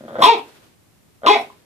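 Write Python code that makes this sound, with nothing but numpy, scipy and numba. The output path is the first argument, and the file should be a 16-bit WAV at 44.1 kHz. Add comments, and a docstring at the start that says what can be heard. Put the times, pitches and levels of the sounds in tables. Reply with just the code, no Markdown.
"""A small puppy on a bed, close by, in a soft small room with faint hum and hiss.
First a slow creaky growl: single vocal-fold flaps ring the throat and closed mouth. At 0.2 s it runs
into a bark that starts harsh, then locks into a clear tone while the mouth closes. Paws rustle the
bedding around it. At 1.2 s a few flaps lead into a second such bark, then more rustle and one tick.
Gain control ducks the loud moments, a bass thump sits under them and the highest peaks clip."""
import sys
import numpy as np
from scipy import signal
from scipy.fft import rfft, irfft, next_fast_len
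from scipy.io import wavfile
from scipy.ndimage import uniform_filter1d, map_coordinates
from numba import njit

SR = 44100
rng = np.random.default_rng(int(sys.argv[2]) if len(sys.argv) > 2 else 0)


def wav_record(signal):
    """Record a signal, one row per channel, as 16-bit PCM in the file named by sys.argv[1]."""
    frames = np.transpose(np.atleast_2d(signal))
    bounded = np.clip(frames, -1, 1)
    # unit amplitude maps onto the largest positive 16-bit level
    quanta = np.round(bounded * 32767).astype(np.int16)
    wavfile.write(sys.argv[1], SR, quanta)


N = 72765

# Hum and hiss spectrum: freq_hz, relative_db
FLOOR_SPECTRUM = [(15, -55), (25, -19.5), (50, -15.5), (110, -6.5), (300, -14), (600, -21), (1200, -25.5),
                  (5000, -31.5), (9000, -32), (13000, -33), (15000, -38.5)]
# Left-right likeness of hum and hiss: freq_hz, correlation
FLOOR_CORRELATION = [(60, 0.18), (200, .3), (500, 0.035)]
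# Room decay: freq_hz, t60_s
ROOM_DECAY = [(200, .3), (900, 0.2), (3000, 0.22), (12000, 0.056)]
# Bedding envelope, one list per rustle: time_s, relative_db
RUSTLES = [
    [(0.0, -68), (0.178, -64.5), (0.21, -50.5)],
    [(0.38, -54), (0.424, -58.5), (0.562, -60), (0.616, -66), (0.656, -65), (0.75, -75.5)],
    [(1.41, -51.5), (1.476, -59), (1.552, -66.5), (1.65, -74.5)],
]
# Cloth spectrum: freq_hz, relative_db
CLOTH_SPECTRUM = [(60, -31), (120, -10), (350, -3.5), (800, -11.5), (2000, -15), (3600, -16.5),
                  (6000, -23.5), (10000, -26), (15000, -28.5)]
# Claw or lip tick: start_s, level_db
TICK_EVENT = [(1.501, -28.5)]
# Single vocal-fold flaps: start_s, mouth_relative_db, throat_relative_db
FOLD_FLAPS = [(0.008, -34, -34.5), (0.023, -42, -43.5), (0.038, -35, -34), (0.051, -38.5, -31.5),
              (0.059, -40.5, -39), (0.081, -26, -45), (0.087, -35.5, -31.5), (0.096, -28, -44),
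              (0.107, -27.5, -38.5), (0.12, -33.5, -30.5), (0.13, -30, -41), (0.143, -27, -34),
              (0.155, -18, -38.5), (0.163, -20, -32), (0.17, -28.5, -26.5), (0.186, -17.5, -20.5),
              (0.192, -15, -40), (0.204, -14, -21), (0.21, -16, -23), (1.219, -37.5, -53),
              (1.234, -20, -33), (1.243, -18, -39), (1.248, -18, -56), (1.253, -17.5, -37),
              (1.259, -22, -26)]
# Closed-mouth resonances: centre_hz, width_hz, gain_db
CLOSED_MOUTH_MODES = [(578.6, 120, 8.5), (1461, 480, 0)]
# Fold vibration through both barks: time_s, pitch_hz, disorder (0-1)
BARK_PITCH = [(.215, 325, .8), (.248, 345, .65), (.259, 330, .6), (.264, 425, .5), (.278, 432, .45),
              (.29, 467, .2), (.314, 466, .2), (.328, 435, .35), (.34, 415, .5), (.355, 320, .9),
              (.37, 420, 1), (1.26, 335, .8), (1.291, 333, .5), (1.297, 415, .2), (1.32, 418, .25),
              (1.34, 414, .4), (1.353, 372, .65), (1.385, 385, .9)]
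# Harsh voice, one list per bark, levels relative:
# time_s, mouth_db, mouth_hz, upper_db, upper_hz, top_db, breath_db, chest_db
HARSH_BARKS = [
    [(0.215, -14.5, 994, -42, 2716, -44, -35, -32), (0.223, -8, 999, -27.5, 2780, -20, -35, -29),
     (0.233, -9, 993, -28.5, 2730, -13, -29, -17.5), (0.261, -10, 968, -18.5, 2690, -17, -27.5, -41),
     (0.305, -12, 908.5, -23, 2614, -25.5, -47.5, -59), (0.315, -19, 969, -23.5, 2546, -23, -46, -54),
     (0.349, -24.5, 886.4, -30, 2550, -30.5, -50, -33.5), (0.4, -37.5, 857, -39, 2690, -52.5, -56, -41.5)],
    [(1.263, -19, 1045, -20, 2860, -19.5, -38, -18.5), (1.27, -5.5, 1085, -31, 2723, -25, -41, -27.5),
     (1.276, -14.5, 1058, -24, 2790, -15, -39.5, -29), (1.292, -4, 971, -26, 2638, -18.5, -40.5, -36.5),
     (1.302, -15.5, 906.5, -18.5, 2536, -26, -37, -51), (1.312, -8.5, 860, -20.5, 2530, -21.5, -42, -36),
     (1.335, -16.5, 819, -19.5, 2133, -24.5, -49, -51), (1.358, -15, 776.3, -20, 2107, -27, -47.5, -33.5),
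     (1.382, -22.5, 736, -29, 2220, -38, -45, -33), (1.42, -41.5, 794.6, -48.5, 2197, -59.5, -47.5, -68)],
]
# Breath spectrum: freq_hz, relative_db
BREATH_SPECTRUM = [(3800, -33.5), (4300, -14), (4750, -17.5), (5500, 3.5), (6400, -19.5), (7800, -10),
                   (10500, -7), (13000, -19), (15000, -32)]
# Clear voice, one list per bark: time_s, partial1_db, partial2_db, partial3_db
CLEAR_BARKS = [
    [(.222, -34, -46, -21), (.246, -36, -36.5, -10), (.26, -23.5, -18.5, -12), (.272, -16, -16.5, -31.5),
     (.296, -19.5, -6, -29), (.318, -21.5, -16.5, -31), (.335, -19, -17, -35), (.355, -29, -27, -42)],
    [(1.268, -34, -35, -17), (1.288, -23.5, -30, -16), (1.298, -20.5, -20.5, -25.5),
     (1.312, -11, -12.5, -28.5), (1.326, -30, -16.5, -22.5), (1.34, -18, -16, -27.5),
     (1.355, -35, -16.5, -45.5), (1.38, -39.5, -32.5, -30)],
]
# Phase between the two microphone ports: freq_hz, left_lead_rad
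PORT_PHASE = [(0, 0), (520, 0), (860, -1.4), (1210, -1.1), (1810, -3.5), (2070, -6), (3270, -6.3),
              (3880, -7.9), (4910, -10.3), (15000, -20)]
# Balance between the ports: freq_hz, left_over_right_db
PORT_BALANCE = [(300, .3), (800, 3), (2500, .5), (5000, 3), (12000, 2.5)]

FLOOR_DB, ROOM_DB = -56, -6
RUSTLE_GAIN_DB, CLOTH_MONO_BELOW_HZ = 12.5, 350
TICK_HZ, TICK_T60_S = 1007, 0.021
FLAP_MOUTH_GAIN_DB, FLAP_TAU_S, LIPS_CUTOFF_HZ = 30, 0.0000775, 1750
LEAK_DB, LEAK_T60_S = -23, 0.035
THROAT_HZ, THROAT_WIDTH_HZ, THROAT_GAIN_DB = 270, 200, 36.5
NOSE_HZ, NOSE_WIDTH_HZ, NOSE_GAIN_DB = 3400, 660, -54.5
PULSE_JITTER, AIR_SHARE, CLEAR_WAVER = 0.27, 0.62, 0.04  # fractions at full disorder
JITTER_RATE_HZ, SCATTER_DB, SHIMMER_DB = 300, 2, 3
MOUTH_WIDTH_HZ, MOUTH_GAIN_DB = 320, 1.5
CHEST_HZ, CHEST_WIDTH_HZ, CHEST_GAIN_DB = 340, 220, -0.5
PALATE_HZ, PALATE_WIDTH_HZ, PALATE_GAIN_DB = 1550, 460, -13.5
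UPPER_WIDTH_HZ, TOP_HZ, TOP_WIDTH_HZ = 650, 3300, 900
NOTCH_HZ, NOTCH_WIDTH_HZ, NOTCH_DEPTH = 1700, 160, 0.7
DUCK_THRESHOLD_DB, DUCK_SHARE, DUCK_TAU_S = -17.5, 0.77, 0.18
THUMP_HZ, THUMP_GAIN_DB = 45, -28.5
CLIP_LEVEL, CLIP_HARDNESS, BAND_LIMIT_HZ = 1.02, 18, 14800


def amp(db):
    """dB to gain."""
    return 10 ** (np.asarray(db) / 20)


def unit_rms(x):
    """Scale to rms 1."""
    return x / np.sqrt(np.mean(x ** 2) + 1e-20)


def log_interp(points, hz):
    """Interpolate (freq_hz, value) points on a log axis."""
    freqs_hz, values = np.transpose(points)
    return np.interp(np.log(hz + 1), np.log(freqs_hz + 1), values)


def curves(tables):
    """A gate with 4 ms edges, then each value column of the joined tables per sample."""
    t = np.arange(N) / SR
    gate = sum((t >= rows[0][0]) & (t <= rows[-1][0]) for rows in tables)
    times_s, *columns = np.transpose(np.vstack(tables))
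    return [uniform_filter1d(gate * 1., size=176)] + [np.interp(t, times_s, c) for c in columns]


def wobble(rate_hz):
    """Smooth random curve, rate_hz knots a second."""
    knots = rng.standard_normal(int(N * rate_hz / SR) + 4)
    return map_coordinates(knots, [np.arange(N) * rate_hz / SR])


def filtered(x, response):
    """Apply a complex frequency response."""
    size = next_fast_len(N + SR // 2)
    return irfft(rfft(x, size) * response(np.fft.rfftfreq(size, 1 / SR)), size)[..., :N]


def noise(spectrum, channels):
    """Coloured noise, rms 1."""
    white = rng.standard_normal((channels, N))
    return unit_rms(filtered(white, lambda f: amp(log_interp(spectrum, f))))


def bandpass(f, hz, width_hz):
    """Response of one causal resonance at frequencies f."""
    return 1j * f * width_hz / (hz * hz - f * f + 1j * f * width_hz)


@njit
def resonate(x, step_rad, radius):
    """Two-pole resonator with a moving centre."""
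    y = np.zeros(len(x))
    for i in range(2, len(x)):
        y[i] = x[i] - x[i - 2] + 2 * radius * np.cos(step_rad[i]) * y[i - 1] - radius ** 2 * y[i - 2]
    return y


def formant(x, hz, width_hz):
    """Two resonators in series, each width_hz wide; output rms 1."""
    step_rad = 2 * np.pi * hz * np.ones(N) / SR
    radius = np.exp(-np.pi * width_hz / SR)
    return unit_rms(resonate(resonate(x, step_rad, radius), step_rad, radius))


def hum_and_hiss():
    """Steady room noise, its low hum partly shared by both ports."""
    def mid_side_gains(f):
        angle_rad = np.arccos(log_interp(FLOOR_CORRELATION, f)) / 2
        return np.array([np.cos(angle_rad), np.sin(angle_rad)])

    mid, side = filtered(noise(FLOOR_SPECTRUM, channels=2), mid_side_gains)
    return amp(FLOOR_DB) * np.array([mid + side, mid - side])


def room_reverb(x):
    """Each frequency dies at its own rate; the lows reach both ports alike."""
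    hz, t, bins = signal.stft(rng.standard_normal((2, SR // 2)), SR, nperseg=256)
    unshared = np.clip(hz / 900, 0, 1)[:, None] ** 2
    bins[1] = unshared * bins[1] + np.sqrt(1 - unshared ** 2) * bins[0]
    decay = amp(-60 * t / log_interp(ROOM_DECAY, hz)[:, None])
    tail = signal.istft(bins * decay, SR, nperseg=256)[1]
    delayed = np.pad(x, (200, 0))[None]
    return signal.fftconvolve(delayed, tail / np.linalg.norm(tail[0]), axes=1)[:, :N]


def bedding():
    """Cloth rustles unevenly under the paws."""
    gate, level_db = curves(RUSTLES)
    mid, side = noise(CLOTH_SPECTRUM, channels=2)
    side = filtered(side, lambda f: 1 / (1 + (CLOTH_MONO_BELOW_HZ / (f + 1)) ** 2))
    envelope = gate * amp(level_db + RUSTLE_GAIN_DB + 1.5 * wobble(rate_hz=49))
    return envelope * np.array([mid + side, mid - side]) / np.sqrt(2)


def tick():
    """A claw or lip clicks once: a damped sine."""
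    start_s, level_db = TICK_EVENT[0]
    t = (np.arange(N) / SR - start_s).clip(0)
    attack = 1 - np.exp(-t / 0.00074)
    return amp(level_db - 60 * t / TICK_T60_S) * attack * np.sin(2 * np.pi * TICK_HZ * t)


def growl():
    """Soft fold flaps, each with a leak of air, ring closed mouth and throat; the nose adds breath."""
    def ring(f, hz, width_hz):
        return bandpass(f, hz, width_hz) * bandpass(f, hz, 3 * width_hz)

    def closed_mouth(f):
        soft_flap = 1 / (1 + 2j * np.pi * f * FLAP_TAU_S) ** 2
        shut_lips = 1 / (1 + 1j * np.sqrt(2) * f / LIPS_CUTOFF_HZ - (f / LIPS_CUTOFF_HZ) ** 2) ** 2
        modes = sum((-1) ** k * amp(gain_db) * ring(f, hz, width_hz)
                    for k, (hz, width_hz, gain_db) in enumerate(CLOSED_MOUTH_MODES))
        return soft_flap * shut_lips * modes

    flaps = np.zeros((2, N))  # rows: mouth, throat
    for start_s, mouth_db, throat_db in FOLD_FLAPS:
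        flaps[:, round(start_s * SR)] = amp([mouth_db + FLAP_MOUTH_GAIN_DB, throat_db + THROAT_GAIN_DB])
    t = np.arange(SR // 10) / SR
    leak_shape = amp(-60 * t / LEAK_T60_S) * (1 - np.exp(-t / 0.0014))
    leak = signal.fftconvolve(flaps, leak_shape[None], axes=1)[:, :N]
    drive = flaps + amp(LEAK_DB) * leak * rng.standard_normal((2, N))
    mouth = filtered(drive[0], closed_mouth)
    throat = filtered(drive[1], lambda f: ring(f, THROAT_HZ, THROAT_WIDTH_HZ))
    nose = amp(NOSE_GAIN_DB) * leak[0] * formant(rng.standard_normal(N), NOSE_HZ, NOSE_WIDTH_HZ)
    return mouth + throat + nose


def harsh_voice():
    """Irregular fold pulses and fold-gated air drive moving and fixed resonances; breath hisses."""
    gate, mouth_db, mouth_hz, upper_db, upper_hz, top_db, breath_db, chest_db = curves(HARSH_BARKS)
    _, pitch_hz, disorder = curves([BARK_PITCH])
    jitter = (1 + PULSE_JITTER * disorder ** 2 * wobble(JITTER_RATE_HZ)).clip(0.2)
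    cycles = np.cumsum(pitch_hz * jitter) / SR
    pulses = np.diff(np.floor(cycles), prepend=0) * amp(SCATTER_DB * wobble(rate_hz=200))
    fold_opening = 1 + np.cos(2 * np.pi * cycles)
    air = rng.standard_normal(N) * fold_opening * amp(SCATTER_DB * wobble(rate_hz=130))
    air_share = AIR_SHARE * disorder ** 2
    source = (1 - air_share) * unit_rms(pulses) + air_share * unit_rms(air)
    chest = amp(chest_db + CHEST_GAIN_DB) * formant(air, CHEST_HZ, CHEST_WIDTH_HZ)
    mouth = disorder * amp(mouth_db + MOUTH_GAIN_DB) * formant(source, mouth_hz, MOUTH_WIDTH_HZ)
    palate = amp(mouth_db + PALATE_GAIN_DB) * formant(source, PALATE_HZ, PALATE_WIDTH_HZ)
    upper = amp(upper_db) * formant(source, upper_hz, UPPER_WIDTH_HZ)
    top = amp(top_db) * formant(source, TOP_HZ, TOP_WIDTH_HZ)
    breath = amp(breath_db) * noise(BREATH_SPECTRUM, channels=1)[0]
    return gate * (chest + mouth + palate + upper + top + breath)


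def clear_voice():
    """The locked voice: three partials on one slightly wavering pitch."""
    gate, *partials_db = curves(CLEAR_BARKS)
    _, pitch_hz, disorder = curves([BARK_PITCH])
    waver = 1 + CLEAR_WAVER * disorder * wobble(rate_hz=90)
    phase_rad = 2 * np.pi * np.cumsum(pitch_hz * waver) / SR
    tone = sum(amp(level_db + SHIMMER_DB * wobble(rate_hz=80)) * np.sin(k * phase_rad)
               for k, level_db in enumerate(partials_db, start=1))
    return np.sqrt(2) * gate * tone


def barks():
    """Harsh plus clear voice; a side pocket of the mouth swallows one band."""
    voice = harsh_voice() + clear_voice()
    return filtered(voice, lambda f: 1 - NOTCH_DEPTH * bandpass(f + 1, NOTCH_HZ, NOTCH_WIDTH_HZ))


def scene():
    """The puppy reaches two ports with a lag, over reverb, bedding, hum and hiss."""
    def ports(f):
        split = np.array([[0.5], [-0.5]])  # left, right
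        return amp(split * log_interp(PORT_BALANCE, f)) * np.exp(1j * split * log_interp(PORT_PHASE, f))

    puppy = growl() + barks() + tick()
    direct = filtered(puppy[None], ports)
    return direct + amp(ROOM_DB) * room_reverb(puppy) + bedding() + hum_and_hiss()


def record(dry):
    """Gain control ducks loud moments, the capsule thumps under them, peaks clip, the top is cut."""
    power = uniform_filter1d(np.mean(dry ** 2, axis=0), size=441)  # 10 ms
    level_db = 10 * np.log10(np.abs(power) + 1e-12)
    excess_db = (level_db - DUCK_THRESHOLD_DB).clip(0)
    pole = np.exp(-1 / (DUCK_TAU_S * SR))
    duck_db = signal.lfilter([1 - pole], [1, -pole], DUCK_SHARE * excess_db)
    ducked = dry * amp(-duck_db)
    thump = filtered(np.mean(ducked ** 2, axis=0), lambda f: bandpass(f, THUMP_HZ, width_hz=70) ** 2)
    mix = ducked + amp(THUMP_GAIN_DB) * thump
    clipped = mix / (1 + np.abs(mix / CLIP_LEVEL) ** CLIP_HARDNESS) ** (1 / CLIP_HARDNESS)
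    return filtered(clipped, lambda f: f < BAND_LIMIT_HZ)


dry = scene()
out = record(dry)
wav_record(out)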